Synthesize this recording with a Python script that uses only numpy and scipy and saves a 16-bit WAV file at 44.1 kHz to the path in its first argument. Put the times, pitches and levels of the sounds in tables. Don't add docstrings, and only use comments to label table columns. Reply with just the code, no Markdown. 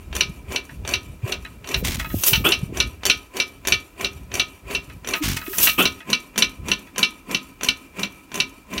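import sys
import numpy as np
from scipy import signal
from scipy.fft import rfft, irfft, next_fast_len
from scipy.io import wavfile
from scipy.ndimage import uniform_filter1d, map_coordinates

SR = 44100
rng = np.random.default_rng(int(sys.argv[2]) if len(sys.argv) > 2 else 0)


def output_pcm(signal):
    pcm = np.clip(np.atleast_2d(signal).T, -1, 1) * 32767
    wavfile.write(sys.argv[1], SR, np.round(pcm).astype(np.int16))


N = 388080
TIME = np.arange(N) / SR
USUAL_TURN_S = 0.34
COAST_MIN_S, COAST_MAX_S = 0.25, 0.5

# start_s, level_db, hardness_db, valve_gear_db
CRANK_KNOCKS = [(0.2075, -5, 8, 1), (0.5596, -11.5, 7, 0), (0.9369, -6.5, 5, 0.5), (1.3209, -12.5, 7.5, -6),
                (1.7432, -12.5, 11, -1), (2.332, -2, -2, 0), (2.5205, -3, 4, 0), (2.801, -2.5, 4.5, -2),
                (3.0984, 0, 3.5, 4.5), (3.4001, -5, 5, 2.5), (3.7218, -1.5, 3, 4), (4.0454, -9, 2.5, -1),
                (4.3959, -5.5, 7, -0.5), (4.7487, -11.5, 5, -1), (5.1357, -14.5, 8.5, 2),
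                (5.671, -6, 5.5, 0), (5.854, -3.5, 4.5, 0), (6.13, -5, 8, 0.5), (6.4222, -3, 8, 2),
                (6.7153, -6, 5, 1), (7.0292, -2.5, 4.5, 0.5), (7.346, -8, 5.5, 1.5), (7.6861, -5.5, 8, 2.5),
                (8.0316, -13, 6.5, 0.5), (8.4016, -7.5, 11, -0.5), (8.7789, -15.5, 8.5, 0.5)]
# intake_opens_s, intake_shuts_s, air_db, flutter_db, pressure_peak_s, leak_db,
# exhaust_opens_s, spurt_hz, bark_db
FIRING_CYCLES = [(1.85, 1.998, -25.5, -39, 2.279, -9.5, 2.439, 217.8, -12),
                 (5.235, 5.368, -23, -22.5, 5.64, -7.5, 5.776, 191, -10)]
# pitch_hz, level_db, t60_s
FRAME_MODES = [(1060, -31.5, 0.15), (1258, -15, 0.34), (1407, -17, .2), (1459, -8, 0.11),
               (1780, -13.5, 0.19), (2320, 1.5, .17), (2380, -10.5, 0.24), (2483, -8, 0.11),
               (2640, -10, 0.14), (2726, 5, 0.12), (2740, -2, 0.044), (2992, 4, 0.092), (3210, -9.5, 0.17),
               (3417, -10, 0.16), (3535, -9.5, 0.18), (3720, -34, .09), (3780, -3.5, 0.088),
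               (4170, -7, 0.073), (4360, -10, 0.078), (4680, -10, 0.11), (4600, -32, .17),
               (5230, -7.5, .13), (5900, -12, 0.079), (5590, -19, 0.11), (6050, -49, .15)]
STEEL_MODES = [(4540, -9, 0.15), (5795, 1.5, 0.038), (6550, -6, .07), (7290, -4, 0.087),
               (8330, -7.5, 0.052), (8920, 6.5, 0.014), (9650, 0, 0.04), (10290, -0.5, 0.042),
               (11650, -2.5, 0.047), (12260, -3.5, 0.067), (13600, -5, 0.046), (14100, -4, 0.059)]
LOOSE_MODES = [(664, -8.5, 0.1), (905, -5.5, 0.062), (1144, -12.5, .09), (1261, -2.5, 0.2),
               (1378, -6.5, 0.061), (1473, -1, 0.07), (1680, 1.5, 0.045), (1810, 1.5, 0.061),
               (1947, 2.5, .06), (2193, -0.5, .06), (2110, -7, 0.07), (2536, 5.5, 0.075),
               (2770, -3.5, 0.07), (2997, 2, 0.035), (3416, -5, .06), (3940, -1.5, 0.05)]
# time_s, closeness (0 to 1)
MIC_PATH = [(0, 0.07), (4.6, 0), (6, 1), (8.8, 0.91)]


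def amp(db):
    return 10 ** (np.asarray(db) / 20)


def unit(x):
    return x / np.sqrt(np.mean(x ** 2))


def add(out, start_s, x):
    i = int(start_s * SR)
    x, i = x[max(-i, 0):], max(i, 0)
    out[i:i + len(x)] += x[:max(len(out) - i, 0)]


def decay(t, t60):
    return np.exp(-np.log(1000) * t / t60)


def swell(x, start, end, rise_db, fall_db):
    return amp(-rise_db * np.maximum(start - x, 0) - fall_db * np.maximum(x - end, 0))


def walk(rate_hz):
    step = int(SR / rate_hz)
    return unit(uniform_filter1d(np.repeat(rng.standard_normal(N // step + 1), step), step)[:N])


def grit(rate_hz, rough_db):
    return unit(rng.standard_normal(N) * amp(rough_db * walk(rate_hz)))


def colour(x, spectrum):
    size = next_fast_len(len(x))
    hz, db = np.transpose(spectrum)
    log_hz = np.log(np.fft.rfftfreq(size, 1 / SR) + 1)
    gain = unit(amp(np.interp(log_hz, np.log(hz), db)))
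    cepstrum = irfft(np.log(gain), size)
    cepstrum[1:size // 2] *= 2
    cepstrum[size // 2:] = 0
    return irfft(rfft(x, size) * np.exp(rfft(cepstrum)), size)[:len(x)]


def resonate(x, hz, width_hz):
    b, a = signal.iirpeak(hz, hz / width_hz, fs=SR)
    return signal.lfilter(b, a, signal.lfilter(b, a, x))


def hum(hz, width_hz):
    return unit(resonate(rng.standard_normal(N), hz, width_hz))


def metal(force, modes):
    t = TIME[:SR // 2]
    response = sum((-1) ** k * amp(db) * np.sin(2 * np.pi * hz * t) * decay(t, t60)
                   for k, (hz, db, t60) in enumerate(modes))
    return signal.fftconvolve(force, response / np.linalg.norm(response))[:len(force)]


def turns():
    ends = np.array(CRANK_KNOCKS)[:, 0]
    periods = np.diff(ends)
    return ends, np.r_[periods[0], periods]


def crank():
    ends, periods = turns()
    marks = np.r_[ends[0] - periods[0], ends, ends[-1] + periods[-1]]
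    count = np.interp(TIME, marks, np.arange(len(marks)))
    angle = (count + 1 / 3) % 1 - 1 / 3
    return angle, np.interp(TIME, ends, np.log2(USUAL_TURN_S / periods))


def outdoor_floor(level_db=-51):
    # frequency_hz, level_db
    spectrum = [(24, -20.5), (40, 6.5), (90, -8), (200, -7.5), (330, -8), (800, -16.5), (1300, -17.5),
                (2300, -22), (4900, -27.5), (7400, -27), (16000, -28)]
    return amp(level_db) * unit(colour(rng.standard_normal(N), spectrum))


def yard_echoes(x, wet_db=-22, t60=0.26, delay_s=0.012):
    t = TIME[:SR // 2]
    tail = rng.standard_normal(len(t)) * decay(t, t60) * (t > delay_s)
    tail = colour(tail, [(300, 15.5), (2800, 3), (6000, -1.5), (16000, -12)])
    return amp(wet_db) * signal.fftconvolve(x, tail / np.linalg.norm(tail))[:N]


def wind(buffet_db=3.5, strong_db=-28, flap_db=-10, flap_power=1.48):
    # frequency_hz, level_db
    spectrum = [(20, -58.5), (30, -25), (42, -1.5), (65, 3.5), (120, -5.5), (220, -14), (400, -26.5),
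                (900, -40.5), (3000, -66)]
    # time_s, level_db
    gusts = [(0, -36), (0.15, -31.5), (0.6, -42.5), (0.8, -34), (1.25, -41.5), (1.5, -39.5), (1.82, -27),
             (2.19, -25.5), (2.27, -43), (2.36, -24.5), (2.65, -33), (3.15, -38), (3.28, -57),
             (3.72, -33.5), (3.9, -54), (4.15, -38), (4.7, -40.5), (5.1, -48), (5.8, -40.5), (6.15, -57),
             (6.63, -37.5), (6.9, -58), (7.7, -53), (8.5, -59), (8.8, -43)]
    eddies = colour(grit(40, rough_db=2.8), spectrum)
    gust_db = np.interp(TIME, *np.transpose(gusts)) + buffet_db * walk(11)
    flaps = colour(grit(45, rough_db=4.5), [(40, -20), (150, 0.5), (300, -4), (600, -15), (2000, -51)])
    flap_gain = amp(flap_db + strong_db + flap_power * (gust_db - strong_db))
    return amp(gust_db) * eddies + flap_gain * flaps


def thumps():
    # start_s, pitch_hz, level_db, length_s
    bumps = [(0.288, 166, -23.5, 0.023), (1.227, 112.6, -14.5, 0.036), (1.818, 173, -17.5, 0.028),
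             (1.824, 430, -21.5, 0.0086), (1.977, 200, -22, 0.012), (2.128, 90, -18.5, 0.067),
             (2.14, 257, -10, 0.0091), (2.142, 580, -20, 0.0052), (2.323, 134, -14.5, 0.018),
             (2.375, 141, -12.5, 0.011), (2.461, 343, -19.5, 0.053), (2.626, 143, -12, 0.018),
             (2.723, 322, -20.5, 0.0086), (5.202, 302, -17.5, 0.042), (5.477, 330, -21, .014),
             (5.485, 389, -30.5, 0.057)]
    out = np.zeros(N)
    for start_s, hz, db, length_s in bumps:
        t = TIME[:int(length_s * SR)]
        add(out, start_s, amp(db) * np.hanning(len(t)) * np.sin(2 * np.pi * (hz * t + rng.random())))
    return out


def bearings(whirr_db=-54, close_db=4, swing_db=3.5, heaviest_turns=0.27):
    # pitch_hz, width_hz, level_db
    resonances = [(285, 77, 10.5), (987, 83, 3.5), (1288, 70, 1.5), (2333, 56, 0.5), (2390, 140, 4.5),
                  (2740, 190, -6), (4560, 130, -22), (5920, 200, -20.5)]
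    angle, _ = crank()
    load_db = swing_db * np.cos(2 * np.pi * (angle - heaviest_turns))
    closeness = np.interp(TIME, *np.transpose(MIC_PATH))
    whirr = sum(amp(db + 1.1 * walk(20)) * hum(hz, width) for hz, width, db in resonances)
    return amp(whirr_db + load_db + close_db * closeness) * unit(whirr)


def cam_squeak(level_db=-44):
    # pitch_hz, width_hz, level_db
    tones = [(2430, 34, -0.5), (3130, 110, -7.5), (4580, 70, -9.5), (7700, 200, -11.5), (9450, 250, -8.5),
             (12940, 400, -12)]
    angle, _ = crank()
    ramp = swell(angle, start=-0.18, end=-0.18, rise_db=303, fall_db=203.5)
    return amp(level_db) * ramp * unit(sum(amp(db) * hum(hz, width) for hz, width, db in tones))


def piston(slide_db=-31, scrape_db=-45, slide_db_per_doubling=5, scrape_db_per_doubling=6):
    # frequency_hz, level_db
    slide_spectrum = [(120, -18.5), (200, 0.5), (387, 2.5), (836, -8.5), (1020, -1.5), (1560, -11),
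                      (2170, -4), (2420, 3), (3830, -21.5), (4600, -23), (4860, -21), (6050, -23.5),
                      (6880, -15), (9580, -32.5), (16000, -22)]
    scrape_spectrum = [(200, -6.5), (700, -2), (1000, -1.5), (1900, -12.5), (2450, 6), (3300, -16.5),
                       (5000, -28.5), (7400, -10.5), (9500, -7.5), (11000, -28), (13000, -5.5),
                       (16000, -32)]
    # pitch_hz, width_hz, level_db
    case_resonances = [(389.6, 45, 2), (571, 75, -5), (699, 137, -4.5), (1013.5, 43, -3.5)]
    angle, speed = crank()
    slide_swell = swell(angle, start=-0.12, end=0.025, rise_db=141, fall_db=159)
    scrape_swell = swell(angle, start=-0.088, end=0.005, rise_db=184, fall_db=327.5)
    homeward = swell(angle, start=0.21, end=0.48, rise_db=295, fall_db=88.5)
    slide_gain = amp(slide_db_per_doubling * speed) * (slide_swell + amp(-24) * homeward)
    scrape_gain = amp(scrape_db_per_doubling * speed) * (amp(6) * scrape_swell + amp(-9) * homeward)
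    slide = slide_gain * grit(350, rough_db=2.5)
    scrape = scrape_gain * grit(200, rough_db=3)
    rub = amp(slide_db) * colour(slide, slide_spectrum) + amp(scrape_db) * colour(scrape, scrape_spectrum)
    ring = amp(-42) * metal(slide, LOOSE_MODES)
    ring += amp(-46) * metal(scrape, FRAME_MODES) + amp(-48) * metal(scrape, STEEL_MODES)
    throb = amp(-32) * hum(200, 110) + amp(-38.5) * hum(1023.5, 40)
    casting = amp(-38) * sum(amp(db) * hum(hz, width) for hz, width, db in case_resonances)
    closeness = np.interp(TIME, *np.transpose(MIC_PATH))
    return rub + ring + slide_gain * (closeness * throb + (1 - 0.5 * closeness) * casting)


def clanks(contact_t60=0.021, noise_db=-8, bounce_db=-6, bounce_s=0.014):
    # start_s, level_db
    impacts = [(.693, -31), (1.449, -24), (1.74, -14), (1.998, -16), (2.045, -20.5), (2.1, -25),
               (2.332, -12.5), (4.898, -30), (5.137, -11.5), (5.369, -19.5), (5.415, -22), (5.463, -25),
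               (5.531, -20.5), (5.585, -13.5), (5.668, -5.5), (6.004, -28.5), (6.871, -35)]
    force, t = np.zeros(N), TIME[:SR // 10]
    for start_s, db in impacts:
        gap_s = bounce_s * rng.uniform(0.7, 1.2)
        for k in range(3):
            contact = decay(t, contact_t60) * rng.standard_normal(len(t))
            add(force, start_s + k * gap_s, amp(db + k * bounce_db) * contact)
    clatter = colour(force, [(300, -7), (1500, 2), (3000, -3.5), (6000, -10.5), (16000, -30)])
    return metal(force, LOOSE_MODES) + amp(noise_db) * clatter


def gear_clicks(lead_power=1.25, latch_turns=0.245):
    # lead_s, level_db, treble_db, db_per_doubling
    cam_clicks = [(0.076, -20.5, -24, 1.5), (0.0532, -10.5, -4, 28), (0.041, -11.5, -2.5, 17.5),
                  (0.0225, -22, 1, -12.5)]
    trip_clicks = [(0.037, -18, -6, 17.6)]
    clicks = []
    for k, (end_s, period_s) in enumerate(zip(*turns())):
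        if COAST_MIN_S < period_s < COAST_MAX_S:
            speed = USUAL_TURN_S / period_s
            doublings = np.log2(speed)
            gear_db = CRANK_KNOCKS[k][3]
            for lead_s, db, treble_db, db_per_doubling in trip_clicks if k % 2 else cam_clicks:
                start_s = end_s - lead_s / speed ** lead_power
                level_db = db + gear_db + db_per_doubling * doublings
                clicks.append((start_s, level_db, treble_db + 7 * doublings))
            latch_reset_s = end_s - (1 - latch_turns) * period_s
            clicks.append((latch_reset_s, -33 + 12 * doublings, 9))
    return clicks


def valve_gear(click_db=-8, click_t60=0.022, rattle_db=-19, rattle_t60=0.21):
    # start_s, level_db, treble_db
    snaps = [(1.8488, -15.5, 8.5), (2.2362, -2, 2), (2.4884, -6.5, 12), (5.3662, -18, 10.5),
             (5.583, -1, 9.5), (5.6007, -6, 9), (5.824, -8.5, 2)]
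    # frequency_hz, level_db
    spectrum = [(150, -8.5), (400, 3.5), (800, -2.5), (1600, 0), (2000, 0.5), (2600, 1.5), (4000, -1),
                (4900, -4), (5900, 7.5), (7500, -3), (12000, -16), (16000, -8)]
    force, t = np.zeros(N), TIME[:SR // 8]
    envelope = decay(t, click_t60) + amp(rattle_db) * decay(t, rattle_t60)
    for start_s, db, treble_db in gear_clicks() + snaps:
        click = colour(envelope * rng.standard_normal(len(t)), [(2500, 0), (9000, treble_db)])
        add(force, start_s, amp(db + click_db) * click)
    ring = amp(-9) * metal(force, FRAME_MODES) + amp(-4) * metal(force, STEEL_MODES)
    return colour(force, spectrum) + ring


def intake(air_db=2, sag_db_per_s=55, seat_db=-27, flutter_hz=102, slowing_per_s=1.2, crest_s=0.057):
    # frequency_hz, level_db
    spectrum = [(290, -25.5), (500, -18), (1130, -6.5), (1380, -9), (2360, -1), (2850, -3), (4870, -7.5),
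                (5630, -6), (10400, -13.5), (14500, -11.5), (16000, -15)]
    flow, flutter, t = np.zeros(N), np.zeros(N), TIME[:int(0.38 * SR)]
    puff = (t / crest_s * np.exp(1 - t / crest_s)) ** 2
    throat = signal.butter(4, [35, 320], "bandpass", fs=SR, output="sos")
    for opens_s, shuts_s, db, flutter_db, *_ in FIRING_CYCLES:
        suction = amp(db - sag_db_per_s * np.maximum(TIME - opens_s, 0))
        flow += suction * swell(TIME, opens_s, shuts_s - 0.043, rise_db=1400, fall_db=300)
        flow += amp(seat_db) * swell(TIME, shuts_s, shuts_s, rise_db=1500, fall_db=650)
        rate_hz = flutter_hz * np.exp(-slowing_per_s * t) * (1 + 0.08 * walk(120)[:len(t)])
        phase = np.cumsum(rate_hz) / SR
        pulses = np.exp(-(phase % 1) / 0.22) * (1 + 0.96 * np.cos(np.pi * phase))
        add(flutter, opens_s - 0.015, amp(flutter_db) * puff * unit(signal.sosfilt(throat, pulses)))
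    return amp(air_db) * flow * colour(grit(250, rough_db=3), spectrum) + flutter


def blow_by(whistle_db=-13, squeeze_db=-10, burn_s=0.0071, draught_db=-36, draught_s=0.068):
    # frequency_hz, level_db
    spectrum = [(400, -28), (1500, -17.5), (2100, -17.5), (2800, -6), (4300, -14.5), (5800, -8.5),
                (7500, -9.5), (10500, -8), (12300, -1.5), (13700, -5.5), (15300, -4), (16000, -3.5)]
    flow = np.zeros(N)
    draught = amp(draught_db) * np.sqrt(np.hanning(int(draught_s * SR)))
    for opens_s, _, _, _, peak_s, leak_db, *_ in FIRING_CYCLES:
        squeeze = swell(TIME, peak_s, peak_s, rise_db=116, fall_db=163)
        burn = swell(TIME, peak_s - burn_s / 2, peak_s + burn_s / 2, rise_db=700, fall_db=419)
        flow += amp(leak_db) * (burn + amp(squeeze_db) * squeeze)
        add(flow, opens_s - 0.093, draught)
    whistle = unit(hum(12300, 500) + hum(13930, 300) + hum(15400, 450))
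    hiss = colour(flow * grit(400, rough_db=2), spectrum)
    return hiss + amp(whistle_db) * flow ** 0.75 * whistle


def exhaust(breath_gain=1.8, flat_share=0.22, warm_s=0.02):
    # pitch_hz, width_hz, level_db
    muffler = [(200, 54, 0), (354, 270, 0.5), (600, 340, -11), (1184, 99, -5), (1405, 280, -1.5),
               (1860, 160, -14), (2750, 164, 6), (3150, 330, 1.5), (3520, 130, 2.5), (6000, 1700, -22.5),
               (10000, 1600, -17.5), (14500, 4000, -14.5)]
    out, t = np.zeros(N), TIME[:SR // 5]
    envelope = swell(t, 0.014, 0.03, rise_db=999, fall_db=329.5) * (1 - decay(t, 0.02))
    warped_s = t - flat_share * warm_s * (1 - np.exp(-t / warm_s))
    for *_, opens_s, spurt_hz, bark_db in FIRING_CYCLES:
        phase = spurt_hz * t % 1
        spurts = unit(1.0 * (np.diff(phase, prepend=0) < 0))
        breath = unit(rng.standard_normal(len(t)) * np.exp(-phase / 2.9))
        gas = spurts + breath_gain * breath
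        bark = sum(amp(db) * resonate(gas, hz, width) for hz, width, db in muffler)
        bark = unit(map_coordinates(bark, [warped_s * SR], order=3))
        add(out, opens_s, amp(bark_db) * envelope * bark)
    return out


def crank_knocks(crack_db=-7, crack_t60=0.028, ring_db=-15, bounce_s=0.018, oil_s=0.001):
    # frequency_hz, level_db
    spectrum = [(200, -14), (900, -29), (2100, -10.5), (2400, -6), (2780, 1.5), (3300, -8), (3600, -5.5),
                (3980, 2), (4400, -5), (5000, -16), (5880, -3.5), (6900, -27.5), (10400, -24), (16000, -40)]
    out, t = np.zeros(N), TIME[:SR // 2]
    hz, mode_db, t60 = np.transpose(FRAME_MODES)[:, :, None]
    chatter = amp(-17) * decay(t, 0.17)
    onset = 1 - np.exp(-t / oil_s)
    kicks = [(end_s + 0.024, -10, 4) for end_s, period_s in zip(*turns()) if period_s > COAST_MAX_S]
    for start_s, db, hardness_db, *_ in CRANK_KNOCKS + kicks:
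        scatter, detune, phase = rng.standard_normal((3, len(FRAME_MODES), 1))
        partials = np.sin(2 * np.pi * (hz * (1 + 0.00086 * detune) * t + phase))
        ring = (amp(mode_db + 2 * scatter) * partials * decay(t, t60)).sum(0)
        since_bounce = t - bounce_s * rng.uniform(0.84, 1.3)
        bounce = amp(-19) * decay(abs(since_bounce), crack_t60) * (since_bounce > 0)
        contact = amp(crack_db + hardness_db) * decay(t, crack_t60) + chatter + bounce
        crack = colour(contact * rng.standard_normal(len(t)), spectrum)
        add(out, start_s, amp(db) * onset * (crack + amp(ring_db) * ring))
    return out


def scene():
    knocks = crank_knocks()
    fittings = amp(-18.5) * metal(knocks, STEEL_MODES)
    engine = knocks + fittings + valve_gear() + clanks() + piston() + cam_squeak() + bearings()
    engine += intake() + blow_by() + exhaust()
    return (engine + outdoor_floor() + yard_echoes(engine) + wind() + thumps())[None]


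def record(dry, cutoff_hz=15800):
    lowpass = signal.ellip(10, 0.2, 80, cutoff_hz, fs=SR, output="sos")
    return signal.sosfilt(lowpass, 1.17 * np.tanh(dry / 1.385))


dry = scene()
out = record(dry)
output_pcm(out)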